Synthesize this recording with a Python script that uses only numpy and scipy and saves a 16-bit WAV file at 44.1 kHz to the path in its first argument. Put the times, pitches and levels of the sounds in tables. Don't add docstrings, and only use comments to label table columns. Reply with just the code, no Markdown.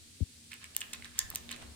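import sys
import numpy as np
from scipy import signal
from scipy.fft import rfft, irfft, next_fast_len
from scipy.io import wavfile

SR = 44100
rng = np.random.default_rng(int(sys.argv[2]) if len(sys.argv) > 2 else 0)


def unload_audio(sound):
    columns = np.transpose(np.atleast_2d(sound))
    steps = np.round(np.clip(columns, -1, 1) * 32767)
    wavfile.write(sys.argv[1], SR, steps.astype(np.int16))


N = 77175

# freq_hz, level_db
HUM_SPECTRUM = [(20, -17), (50, -17), (78, 9), (115, -2), (170, -2), (210, -4), (280, -3), (340, -12),
                (500, -15), (900, -60.5), (3000, -53.5)]
# time_s, level_db
DRONE_ENVELOPE = [(0, -73), (.35, -72.5), (.55, -66.5), (.73, -65.5), (.86, -72.5), (1.0, -58),
                  (1.12, -59.5), (1.35, -71), (1.47, -56), (1.599, -65.5), (1.75, -63)]
# freq_hz, level_db
HISS_SPECTRUM = [(100, -35), (900, -7), (2000, 3), (4200, 10), (6000, 6.5), (8300, 9.5), (10300, 4),
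                 (12000, -4), (14500, -4), (16000, -14)]
# time_s, rumble_db, rub_db
SLEEVE_ENVELOPE = [(0, -57, -66.5), (.12, -73, -78.5), (.4, -80, -76), (0.799, -100, -64.5),
                   (1.0, -60.5, -60.5), (1.15, -64, -71.5), (1.24, -50.5, -65), (1.34, -53, -57.5),
                   (1.45, -62.5, -59.5), (1.56, -69, -55.5), (1.63, -59, -54.5), (1.75, -55, -61.5)]
# freq_hz, level_db
RUMBLE_SPECTRUM = [(22, -11), (45, 1.5), (68, 17.5), (110, -3), (200, -9.5), (400, -72)]
# freq_hz, level_db
RUB_SPECTRUM = [(100, 2), (350, 0.5), (700, -4), (1200, -15), (3000, -11.5), (10000, -31.5)]
# freq_hz, level_db
PUFF_SPECTRUM = [(30, -25), (100, 18.5), (250, 3.5), (450, -13), (800, -44), (1500, -74)]
# start_s, length_s, level_db
PUSHES = [(0.501, 0.062, -53.5), (0.606, 0.062, -54), (0.802, 0.044, -54.5), (0.926, 0.026, -43.5),
          (1.037, 0.034, -51), (1.134, 0.11, -53.5), (1.33, 0.057, -61), (1.481, 0.083, -49),
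          (1.586, 0.066, -56)]
# freq_hz, level_db
SCRAPE_SPECTRUM = [(300, -57), (800, -8), (1200, 4.5), (2400, 7.5), (4000, 3.5), (7000, -9.5), (15000, -59)]
# start_s, knock_db, clack_db, tick_db, pitch_hz
TRANSIENTS = [(0.516, -41.5, -49.5, -66, 2400), (0.5183, -38, -49, -64, 2300),
              (0.5211, -42.5, -58, -66, 4150), (0.5313, -35.5, -52, -62, 2630),
              (0.5394, -48, -46, -49, 2860), (0.642, -36, -41.5, -51, 2360),
              (0.7487, -40, -50.5, -56, 2760), (0.7649, -34.5, -26.5, -22, 2970),
              (0.806, -44, -38, -43, 3300), (0.8124, -39, -38, -51, 2760), (0.8163, -26.5, -43, -60, 2820),
              (0.9319, -33, -54, -56, 3600), (0.933, -41, -37, -64, 2900), (0.935, -38, -34.5, -48, 3780),
              (0.9503, -59, -51, -54, 2710), (1.023, -35, -67, -61, 2140),
              (1.0454, -39, -43.5, -65.5, 3800), (1.0545, -40, -49.5, -57, 1770),
              (1.1825, -58, -48, -54, 3000), (1.1891, -31, -34, -50, 3590), (1.1902, -28.5, -17, -25, 1884),
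              (1.1972, -46, -44, -52, 3750), (1.2137, -39.5, -55, -70, 1750), (1.302, -54, -41, -35, 1740),
              (1.3136, -40, -59, -66, 1260), (1.326, -43.5, -66, -68, 1910),
              (1.3492, -40, -35.5, -47, 4290), (1.3575, -30.5, -28.5, -28.5, 3730),
              (1.373, -51, -61, -49, 3750), (1.4912, -35, -48, -71, 3620), (1.5109, -35, -45, -52, 1860),
              (1.5152, -33.5, -35, -44, 2980), (1.5262, -35, -48, -53, 4040),
              (1.5625, -45, -49.5, -60, 2220), (1.6238, -47, -51.5, -83, 3030)]
# freq_hz, level_db
KNOCK_SPECTRUM = [(300, -12), (800, -41), (1200, -9.5), (1800, 9), (3000, 8), (4200, 5.5), (5500, -20),
                  (9000, -54)]
# freq_hz, level_db
CLACK_SPECTRUM = [(2500, -20), (4000, -8), (5500, -3), (7200, 1), (9000, 0), (10300, -7), (13000, -16),
                  (16000, -30)]
# freq_hz, level_db
TICK_SPECTRUM = [(7000, -25), (10500, -12), (12500, 0), (14300, 0), (15400, -5), (16600, -26)]
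# freq_hz, level_db, t60_s
TILE_MODES = [(3550, -11, .007), (6140, -5, .007), (7350, 0, .008), (8300, -1, .008), (9000, -2, .007),
              (12900, 0, .005), (14350, 0, .005)]
# freq_hz, level_db, t60_s
BOX_MODES = [(1058, -15, .25), (1665, -3, .25), (1775, 4, .3), (1868, 3, .3), (2560, -8, .2),
             (2680, -8, .15), (2945, -10, .15), (3590, -8, .1), (3736, -6, .1), (4540, -5, .15),
             (5110, -8, .14), (6105, -10, .15), (7170, -10, .14), (7370, -10, .14), (8560, -8, .15)]
# freq_hz, t60_s
ROOM_DECAY = [(300, 2.9), (2000, 0.47), (5000, 0.3), (9000, 0.34), (15000, 0.66)]
# freq_hz, gain_db
ROOM_SPECTRUM = [(300, -8.5), (1500, -0.5), (2700, -1.5), (6000, -6.5), (9000, -10), (12500, -18.5),
                 (14800, -13), (16500, -26)]
# start_s, level_db, pitch_hz
FLOOR_BUMPS = [(1.337, -50.5, 690), (1.625, -49.5, 1030)]

ATTACK_S, TOP_HZ = 0.0005, 16700
BASS_PAN_DB, WOOD_PAN_DB = 1, -2.1
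WOOD_SPREAD, EDGE_SPREAD = 0.7, 0.25
HIT_SAMPLES, HIT_ENERGY = 1024, 100


def amp(db):
    return 10 ** (np.asarray(db) / 20)


def unit(x):
    return x / np.sqrt(np.mean(x ** 2) + 1e-20)


def noise(size=N):
    return rng.standard_normal((2, size))


def along(points, hz):
    freq_hz, values = np.transpose(points)
    return np.interp(np.log(hz + 1), np.log(freq_hz + 1), values)


def envelope(time_s, level_db):
    return amp(np.interp(np.arange(N) / SR, time_s, level_db))


def filtered(x, response):
    n = x.shape[-1]
    padded = next_fast_len(2 * n)
    return irfft(rfft(x, padded) * response(np.fft.rfftfreq(padded, 1 / SR)), padded)[..., :n]


def coloured(x, spectrum):
    return unit(filtered(x, lambda hz: amp(along(spectrum, hz))))


def stereo(x, correlation):
    angle = np.arccos(correlation) / 2
    mid, side = np.cos(angle) * x[0], np.sin(angle) * x[1]
    return np.array([mid + side, mid - side])


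def pan(db):
    return amp([[db], [-db]])


def lead(x, lead_s):
    return filtered(x, lambda hz: np.exp(np.pi * 1j * hz * lead_s * np.array([[1], [-1]])))


def add(out, start_s, x):
    i = round(start_s * SR)
    n = min(x.shape[-1], out.shape[-1] - i)
    out[:, i:i + n] += x[:, :n]


def background(hum_db=-63.5, hiss_db=-57, drone_hz=237.4, half_width_hz=3.5):
    hum = amp(hum_db) * pan(BASS_PAN_DB) * coloured(stereo(noise(), 0.9), HUM_SPECTRUM)
    drone = filtered(stereo(noise(), 1), lambda hz: 1 / (1 + ((hz - drone_hz) / half_width_hz) ** 2))
    hiss = amp(hiss_db) * coloured(stereo(noise(), 0.018), HISS_SPECTRUM)
    return hum + envelope(*np.transpose(DRONE_ENVELOPE)) * unit(drone) + hiss


def sleeve():
    time_s, rumble_db, rub_db = np.transpose(SLEEVE_ENVELOPE)
    rumble = pan(BASS_PAN_DB) * coloured(stereo(noise(), 0.2), RUMBLE_SPECTRUM)
    rub = coloured(stereo(noise(), 0.21), RUB_SPECTRUM)
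    return envelope(time_s, rumble_db) * rumble + envelope(time_s, rub_db) * rub


def puff(start_s=0.2025, length_s=0.043, eddy_db=-18.5, overtone_db=-31, air_db=-31.5, right_db=-18.5):
    end_hz, sweep_hz, fall_s = 70, 833, 0.00508
    t = np.arange(int(length_s * SR)) / SR
    pitch_hz = end_hz + sweep_hz * np.exp(-t / fall_s)
    phase = 2 * np.pi * np.cumsum(pitch_hz) / SR
    eddy = amp(eddy_db) * (np.sin(phase) + amp(overtone_db) * np.sin(2 * phase))
    air = amp(air_db) * coloured(noise(len(t)), PUFF_SPECTRUM)
    out = np.zeros((2, N))
    add(out, start_s, (eddy + air) * np.hanning(len(t)) * amp([[0], [right_db]]))
    return out


def slides(grains_per_s=940):
    push = np.zeros((1, N))
    for start_s, length_s, level_db in PUSHES:
        add(push, start_s, amp(level_db) * np.sqrt(np.abs(np.hanning(int(length_s * SR))))[None])
    slips = rng.random(N) < grains_per_s / SR
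    grains = slips * noise() + 0.073 * noise()
    return push * pan(WOOD_PAN_DB) * coloured(stereo(grains, 0.062), SCRAPE_SPECTRUM)


def strike(t, t60_s):
    return (1 - np.exp(-(t / ATTACK_S) ** 2)) * amp(-60 * t / t60_s)


def hit(x):
    return unit(x) * np.sqrt(HIT_ENERGY / len(x))


def burst(colour_db, t60_s, spread):
    t = np.arange(HIT_SAMPLES) / SR
    mid, side = filtered(noise(len(t)), lambda hz: amp(colour_db(hz))) * strike(t, t60_s)
    return np.array([hit(mid + spread * side), hit(mid - spread * side)])


def knock(pitch_hz, tone_db=-8, noise_db=-9, skirt_db_per_octave=4):
    def colour_db(hz):
        return along(KNOCK_SPECTRUM, hz) - skirt_db_per_octave * np.abs(np.log2((hz + 1) / pitch_hz))
    t = np.arange(HIT_SAMPLES) / SR
    tone = hit(np.sin(2 * np.pi * pitch_hz * t) * strike(t, t60_s=0.0082))
    return amp(tone_db) * tone + amp(noise_db) * burst(colour_db, t60_s=0.014, spread=WOOD_SPREAD)


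def tile_ring(low_hz, high_hz, size_scatter=0.012):
    t = np.arange(HIT_SAMPLES) / SR
    hz, level_db, t60_s = np.transpose(TILE_MODES)[:, :, None]
    hz = hz * (1 + size_scatter * rng.standard_normal())
    in_band = (hz > low_hz) * (hz < high_hz)
    fade = amp(level_db + 2 * rng.standard_normal(hz.shape)) * strike(t, t60_s)
    modes = in_band * fade * np.sin(2 * np.pi * (hz * t + rng.random(hz.shape)))
    return hit(modes.sum(0))


def click(spectrum, band_hz, crack_t60_s, crack_db=-1.5, ring_db=-6.5):
    crack = burst(lambda hz: along(spectrum, hz), crack_t60_s, EDGE_SPREAD)
    return amp(crack_db) * crack + amp(ring_db) * tile_ring(*band_hz)


def box_ring(blur_hz=10):
    t = np.arange(SR // 3) / SR
    hz, level_db, t60_s = np.transpose(BOX_MODES)[:, :, None]
    level_db = level_db + 2 * rng.standard_normal(hz.shape)
    fade = amp(level_db - 60 * t / t60_s) * (1 - np.exp(-t / ATTACK_S))
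    phase_steps = rng.standard_normal((2, len(hz), len(t))) * np.sqrt(2 * np.pi * blur_hz / SR)
    phase = 2 * np.pi * (hz * t + rng.random(hz.shape)) + np.cumsum(phase_steps, -1)
    return (fade * np.sin(phase)).sum(1)


def clatter(split_hz=11000, firm_db=-20, firm_ring_db=-46, ring_db_per_db=1.9):
    body, edge = np.zeros((2, N)), np.zeros((2, N))
    for start_s, knock_db, clack_db, tick_db, pitch_hz in TRANSIENTS:
        add(body, start_s, amp(knock_db) * pan(WOOD_PAN_DB) * knock(pitch_hz))
        clack = click(CLACK_SPECTRUM, (0, split_hz), crack_t60_s=0.007)
        tick = click(TICK_SPECTRUM, (split_hz, TOP_HZ), crack_t60_s=0.004)
        add(edge, start_s, amp(clack_db) * clack + amp(tick_db) * tick)
    ring = box_ring()
    for start_s, knock_db, clack_db, _, _ in TRANSIENTS:
        drive_db = (knock_db + clack_db) / 2
        add(body, start_s, amp(firm_ring_db + ring_db_per_db * (drive_db - firm_db)) * ring)
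    edge = lead(edge, lead_s=0.000168) * [[1], [-1]]
    return lead(body, lead_s=0.00004) + edge


def hollow(x, pitch_hz=1056, width_hz=18, peak_db=8):
    def resonance(hz):
        damping = 1j * hz * width_hz
        return damping / (pitch_hz ** 2 - hz ** 2 + damping)
    return amp(peak_db) * filtered(x, resonance)


def room(x, tail_db=-3.5, early_db=-9, echoes=10, early_span_s=0.022, delay_s=0.006):
    hz, t, bins = signal.stft(noise(SR // 2), SR, nperseg=256)
    decay = amp(-60 * t / along(ROOM_DECAY, hz)[:, None])
    _, tail = signal.istft(bins * decay, SR, nperseg=256)
    response = amp(tail_db) * tail / np.linalg.norm(tail[0])
    for channel in response:
        arrivals = (rng.random(echoes) * early_span_s * SR).astype(int)
        channel[arrivals] += amp(early_db) * rng.choice([-1, 1], echoes) / np.sqrt(echoes)
    out = np.zeros((2, N))
    add(out, delay_s, signal.fftconvolve(x, response, axes=1))
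    return filtered(out, lambda hz: amp(along(ROOM_SPECTRUM, hz)))


def thuds():
    out = np.zeros((2, N))
    for start_s, level_db, pitch_hz in FLOOR_BUMPS:
        colour_db = lambda hz: np.maximum(-18 * np.log2((hz + 1) / pitch_hz) ** 2, -100)
        add(out, start_s, amp(level_db) * burst(colour_db, t60_s=0.033, spread=WOOD_SPREAD))
    return out


def scene():
    wood = clatter() + slides() + thuds()
    return wood + hollow(wood) + room(wood) + puff() + sleeve() + background()


def record(dry):
    return filtered(dry, lambda hz: hz < TOP_HZ)


dry = scene()
out = record(dry)
unload_audio(out)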